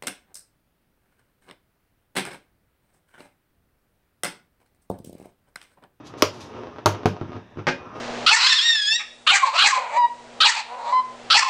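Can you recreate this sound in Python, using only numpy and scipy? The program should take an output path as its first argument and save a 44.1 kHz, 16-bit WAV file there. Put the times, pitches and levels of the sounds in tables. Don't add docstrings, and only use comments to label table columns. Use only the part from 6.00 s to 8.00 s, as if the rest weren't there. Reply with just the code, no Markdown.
import sys
import numpy as np
from scipy import signal
from scipy.fft import rfft, irfft
from scipy.io import wavfile
from scipy.ndimage import uniform_filter1d

SR = 44100
rng = np.random.default_rng(int(sys.argv[2]) if len(sys.argv) > 2 else 0)


def store_wav(level_fs):
    pcm = np.round(np.clip(np.atleast_2d(level_fs), -1, 1) * 32767)
    wavfile.write(sys.argv[1], SR, pcm.T.astype(np.int16))


N = 88200


def amp(db):
    return 10 ** (np.asarray(db) / 20)

def unit(x):
    return x / np.sqrt(np.mean(x ** 2) + 1e-20)

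def value_at(curve, hz):
    pitches, values = np.transpose(curve)
    return np.interp(np.log(hz + 1), np.log(pitches + 1), values)

def add(mix, start_s, sound):
    part = mix[max(round(start_s * SR), 0):][:len(sound)]
    part += sound[:len(part)]

def colour(x, curve, size=4096):
    log_gain = np.log(amp(value_at(curve, abs(np.fft.fftfreq(size, 1 / SR)))))
    taps = np.fft.ifft(np.exp(np.conj(signal.hilbert(log_gain)))).real
    return signal.fftconvolve(x, taps[:size // 2])[:len(x)]

def burst(decay_s, size=8192):
    fade = np.exp(-np.arange(size) / SR / decay_s)
    puff = rng.standard_normal(size) * fade
    for _ in range(6):
        puff = irfft(np.exp(1j * np.angle(rfft(puff)))) * fade ** 0.25
    return puff / np.linalg.norm(puff)

def ring(notes, size=22050):
    t, out = np.arange(size) / SR, np.zeros(size)
    for pitch_hz, gain_db, ring_s in notes:
        decay = np.log(1000) / ring_s
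        out += amp(gain_db) * 2 * decay / SR * np.exp(-decay * t) * np.cos(2 * np.pi * pitch_hz * t)
    return out

def fade_in(x, rise_s):
    return x * np.minimum(np.arange(len(x)) / SR / rise_s, 1)


# pitch_hz, gain_db
BACKGROUND_TONE = [(25, -16.5), (100, 5.5), (200, 6.5), (400, -2.5), (1000, -2), (1350, -13.5), (1750, -4),
                   (2150, -15.5), (2700, -11.5), (3100, -21), (3650, -11.5), (4300, -29.5), (5700, -23),
                   (7500, -39), (10000, -45), (16000, -46.5)]
def background(level_db=-52.5):
    return amp(level_db) * unit(colour(rng.standard_normal(N), BACKGROUND_TONE))

# time_s, level_db
RUB_LEVELS = [(0, -50), (.1, -50.5), (.17, -44), (.35, -44.5), (.45, -46.5), (.56, -40.5), (.69, -47),
              (.73, -47), (.84, -52), (.95, -36.5), (1.04, -44.5), (1.31, -46.5), (1.37, -42.5),
              (1.45, -65.5), (1.55, -61.5), (1.59, -37), (1.64, -57.5), (1.8, -44.5), (1.92, -49.5),
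              (1.96, -37), (2, -44)]
# pitch_hz, gain_db
RUB_TONE = [(35, -36), (65, -8.5), (100, -1), (200, -4.5), (310, -0.5), (450, -2), (600, -6.5), (850, -6),
            (1250, -7.5), (1700, -20.5), (2700, -19), (4200, -32), (5900, -28.5), (8000, -64.5),
            (14000, -79.5)]
def rubbing(grains_per_s=5000, spread_db=2.5):
    grains = rng.standard_normal(N) * amp(spread_db * np.minimum(rng.exponential(1, N), 3))
    grains *= rng.random(N) < grains_per_s / SR
    level_db = np.interp(np.arange(N) / SR, *np.transpose(RUB_LEVELS))
    return unit(colour(grains, RUB_TONE)) * amp(level_db)

# start_s, rise_s, fade_s, level_db
FINGER_SLIDES = [(.04, 0.036, 0.01, -49), (.17, 0.019, 0.088, -49.5), (0.323, 0.018, 0.1, -54),
                 (0.4, 0.01, 0.026, -45), (0.531, 0.048, 0.064, -69.5), (1.932, 0.034, .05, -62)]
# pitch_hz, gain_db
SLIDE_TONE = [(500, -10.5), (2000, -1), (3500, 4), (6200, 2.5), (8000, -10.5), (11500, -15.5), (13000, -26),
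              (16000, -40.5)]
def slides(grains_per_s=8300):
    out, t = np.zeros(N), np.arange(SR // 2) / SR
    for start_s, rise_s, fade_s, level_db in FINGER_SLIDES:
        fade = np.exp(-np.maximum(t - rise_s, 0) / fade_s)
        grains = rng.standard_normal(len(t)) * (rng.random(len(t)) < grains_per_s / SR)
        hiss = unit(colour(grains, SLIDE_TONE))
        add(out, start_s, amp(level_db) * fade_in(hiss, rise_s) * fade)
    return out

# start_s, rise_s, hold_s, fade_s, pitch_hz, width_hz, level_db
FINGER_DRAGS = [(0, 0.0026, .03, .02, 290, 100, -46.5), (1.335, 0.013, 0.017, 0.018, 277, 66, -40.5),
                (0.529, 0.024, .14, .015, 414, 180, -46), (1.758, 0.086, .2, .03, 1167, 320, -47.5)]
def drags():
    out, t = np.zeros(N), np.arange(SR // 2) / SR
    for start_s, rise_s, hold_s, fade_s, pitch_hz, width_hz, level_db in FINGER_DRAGS:
        fade = np.exp(-np.maximum(t - rise_s - hold_s, 0) / fade_s)
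        band = signal.butter(2, [pitch_hz - width_hz / 2, pitch_hz + width_hz / 2], "band", fs=SR)
        scrape = unit(signal.lfilter(*band, rng.standard_normal(len(t))))
        add(out, start_s, amp(level_db) * fade_in(scrape, rise_s) * fade)
    return out

# start_s, gain_db
NAIL_TICKS = [(.139, -5), (.21, -4), (0.635, -2), (0.671, -3.5), (0.761, -7.5), (0.7844, -1.5), (.790, -7),
              (.947, 0.5), (1.033, -1.5), (1.166, -4), (1.212, -3), (1.319, -5), (1.332, -6), (1.365, -4)]
# pitch_hz, gain_db
TICK_TONE = [(70, -17), (350, 7.5), (1200, -0.5), (2000, -12), (4000, -19), (6000, -27.5), (7500, -43),
             (15000, -76)]
def ticks():
    out = np.zeros(N)
    for start_s, gain_db in NAIL_TICKS:
        add(out, start_s, amp(gain_db) * burst(decay_s=0.0028))
    return colour(out, TICK_TONE)

# pitch_hz, gain_db, ring_s
COVER_NOTES = [(100, 9, .25), (145, 1, .18), (340, 2, .11), (425, 1, .1), (470, -1, .13), (595, 2, .13),
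               (742, 0, .1), (820, -1, .09), (1115, 0, .11), (1345, 0, .08), (2230, -2, .1),
               (3090, -3, .08)]
# start_s, gain_db, contact_s
TABLE_BUMPS = [(1.214, 3.5, 0.0014), (1.22, -2, 0.0021), (1.2346, -1, 0.0034), (1.295, -8.5, 0.00079),
               (1.356, -6, 0.00072), (1.367, -12.5, 0.00076), (1.561, -10, 0.0025), (1.573, -3, 0.0012),
               (1.587, -6, 0.00086), (1.5927, -2.5, 0.0012)]
# pitch_hz, gain_db
BUMP_TONE = [(40, -4), (110, 18), (200, 12), (320, 16.5), (600, 1.5), (1200, 12.5), (2500, -1.5),
             (6000, -14), (10000, -30)]
def bumps(ring_db=-10):
    out, knock = np.zeros(N), amp(ring_db) * ring(COVER_NOTES)
    knock[0] += 1
    for start_s, gain_db, contact_s in TABLE_BUMPS:
        push = np.exp(-2 * np.arange(SR // 20) / SR / contact_s)
        add(out, start_s, amp(gain_db) * signal.fftconvolve(push / push.sum(), knock))
    return colour(out, BUMP_TONE)

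# start_s, gain_db
LID_HITS = [(1.669, -1), (1.6717, -4.5), (1.678, -6), (1.6824, -4.5), (1.6873, 0), (1.695, -8.5)]
# pitch_hz, gain_db
CRACKLE_TONE = [(150, -9.5), (600, -4.5), (1500, 0.5), (4000, -2)]
# pitch_hz, gain_db
HIT_TONE = [(50, -5.5), (160, 4.5), (500, 11), (1200, 7.5), (2200, 9), (3000, 1), (5500, -3), (8000, -22.5),
            (13000, -48), (16000, -49)]
# pitch_hz, gain_db, ring_s
LID_NOTES = [(155.7, 29.5, 0.067), (259.3, 27, 0.34), (361.6, 23, 0.23), (473.6, 27.5, 0.3),
             (555, 30.5, 0.079), (836, 30.5, 0.05), (903.6, 25.5, 0.21), (1608, 28, 0.13),
             (1883, 23.5, 0.12), (1947, 13, 0.38), (2113, 20, 0.11), (2465, 24.5, 0.38), (2480, 16.5, 0.34),
             (3500, -3, 0.51)]
def lid(crackle_db=4.5, ring_db=4.5):
    hits = np.zeros(N)
    for start_s, gain_db in LID_HITS:
        hit = amp(crackle_db) * colour(burst(decay_s=0.009), CRACKLE_TONE)
        hit[0] += 1
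        add(hits, start_s, amp(gain_db) * hit)
    out = colour(hits, HIT_TONE)
    add(out, LID_HITS[0][0], amp(ring_db) * fade_in(ring(LID_NOTES), rise_s=0.012))
    return out

SNAP_PITCHES = [45, 100, 190, 330, 560, 800, 1230, 1700, 2400, 3700, 5000, 6200, 8000, 12000, 16000]
# start_s, pop_hz, pop_db, knock_hz, knock_db,
# ping_db, crack_db, then one gain_db for each of the SNAP_PITCHES
PLASTIC_FLIPS = [(0.2228, 1167, 26.9, 318, 35.4, 28, 20.5, 8, 16.7, 20, 21.6, 26.8, 18.7, 23.8, 8.2, 20, 7, 17.5, 12.5, -4, -7.5, -14),
                 (0.8592, 1155, 26.7, 300, 26, 9.5, 14.5, -5, 26, 25.4, 28, 23, 30.8, 23, 14, 13.4, 7.4, 7.5, 12, -4, -2, -12),
                 (1.0569, 767, 29.8, 417, 25, -11, -24, 13, 24, 32.5, 25.3, 21.9, 16.5, 17.3, 7.8, 7.7, 1.8, 1.5, -0.5, -16, -18.5, -26)]
def snaps(click_hz=1550, click_db=-7, crackle_db=1.5):
    out, t = np.zeros(N), np.arange(SR // 2) / SR
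    click = np.exp(-2 * np.pi * click_hz * t)
    for start_s, *row in PLASTIC_FLIPS:
        snap = ring(COVER_NOTES) + amp(click_db) * click / click.sum()
        add(snap, 0, amp(crackle_db) * colour(burst(decay_s=0.0045), CRACKLE_TONE))
        tone = list(zip(SNAP_PITCHES, row[-len(SNAP_PITCHES):]))
        add(out, start_s, colour(snap, tone))
    return out

def swelling_note(pitch_hz, gain_db, ring_s=0.019, rise_s=0.0025):
    note = fade_in(ring([(pitch_hz, gain_db, ring_s)]), rise_s)
    band = signal.butter(1, [pitch_hz / np.sqrt(2), pitch_hz * np.sqrt(2)], "band", fs=SR)
    return signal.lfilter(*band, note * np.sqrt(2))

# pitch_hz, gain_db
CRACK_TONE = [(200, -17.5), (1200, -10.5), (2300, -2.5), (3800, -3.5), (5500, 1), (7000, -12.5),
              (8200, -27), (12000, -15), (16000, -32.5)]
def pops(ping_hz=5110, pop_delay_s=0.00065):
    out = np.zeros(N)
    for start_s, pop_hz, pop_db, knock_hz, knock_db, ping_db, crack_db, *_ in PLASTIC_FLIPS:
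        add(out, start_s, amp(crack_db) * colour(burst(decay_s=0.0016), CRACK_TONE))
        add(out, start_s, swelling_note(ping_hz, ping_db, ring_s=0.0044, rise_s=2 / ping_hz))
        add(out, start_s + pop_delay_s, swelling_note(pop_hz, pop_db))
        add(out, start_s + pop_delay_s, swelling_note(knock_hz, knock_db))
    return out

# pitch_hz, ring_s
ROOM_RING = [(100, 0.16), (260, 0.2465), (700, 0.16), (1840, 0.2), (4850, 0.22), (12800, 0.14)]
# delay_s, gain
NEAR_ECHOES = [(.0031, 0.15), (.0065, 0.15), (.0098, 0.089), (0.014, 0.083), (0.0164, 0.12)]
def room(x, size=22050, tail_db=-3.5, rise_s=0.0054, smooth_hz=70):
    hz, t, noise = signal.stft(rng.standard_normal(size), SR, nperseg=256)
    fade = np.exp(-np.log(1000) * t / value_at(ROOM_RING, hz)[:, None])
    tail = signal.istft(noise * fade, SR)[1][:size]
    spectrum = rfft(fade_in(tail, rise_s), 2 * size)
    power = uniform_filter1d(abs(spectrum) ** 2, int(smooth_hz * 2 * size / SR))
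    even_tail = irfft(spectrum / np.sqrt(power))[:size]
    response = fade_in(even_tail, rise_s)
    response *= amp(tail_db) / np.linalg.norm(response)
    response[0] += 1
    for delay_s, gain in NEAR_ECHOES:
        add(response, delay_s, [gain])
    return signal.fftconvolve(x, response)[:N]

def scene(pop_room_share=0.16):
    handling = rubbing() + slides() + drags() + ticks() + bumps() + lid() + snaps()
    close_pops = pops()
    in_room = room(handling + pop_room_share * close_pops)
    return (background() + in_room + (1 - pop_room_share) * close_pops)[None]

# pitch_hz, gain_db
MIC_TONE = [(20, 12), (50, -3.5), (85, 1.5), (15000, 0)]
def record(dry, peak_limit=0.9, top_hz=15700):
    clipped = np.clip(colour(dry[0], MIC_TONE), -peak_limit, peak_limit)
    treble_cut = signal.firwin(511, top_hz, window=("kaiser", 9), fs=SR)
    return signal.oaconvolve(clipped, treble_cut, "same")[None]


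dry = scene()
out = record(dry)
store_wav(out)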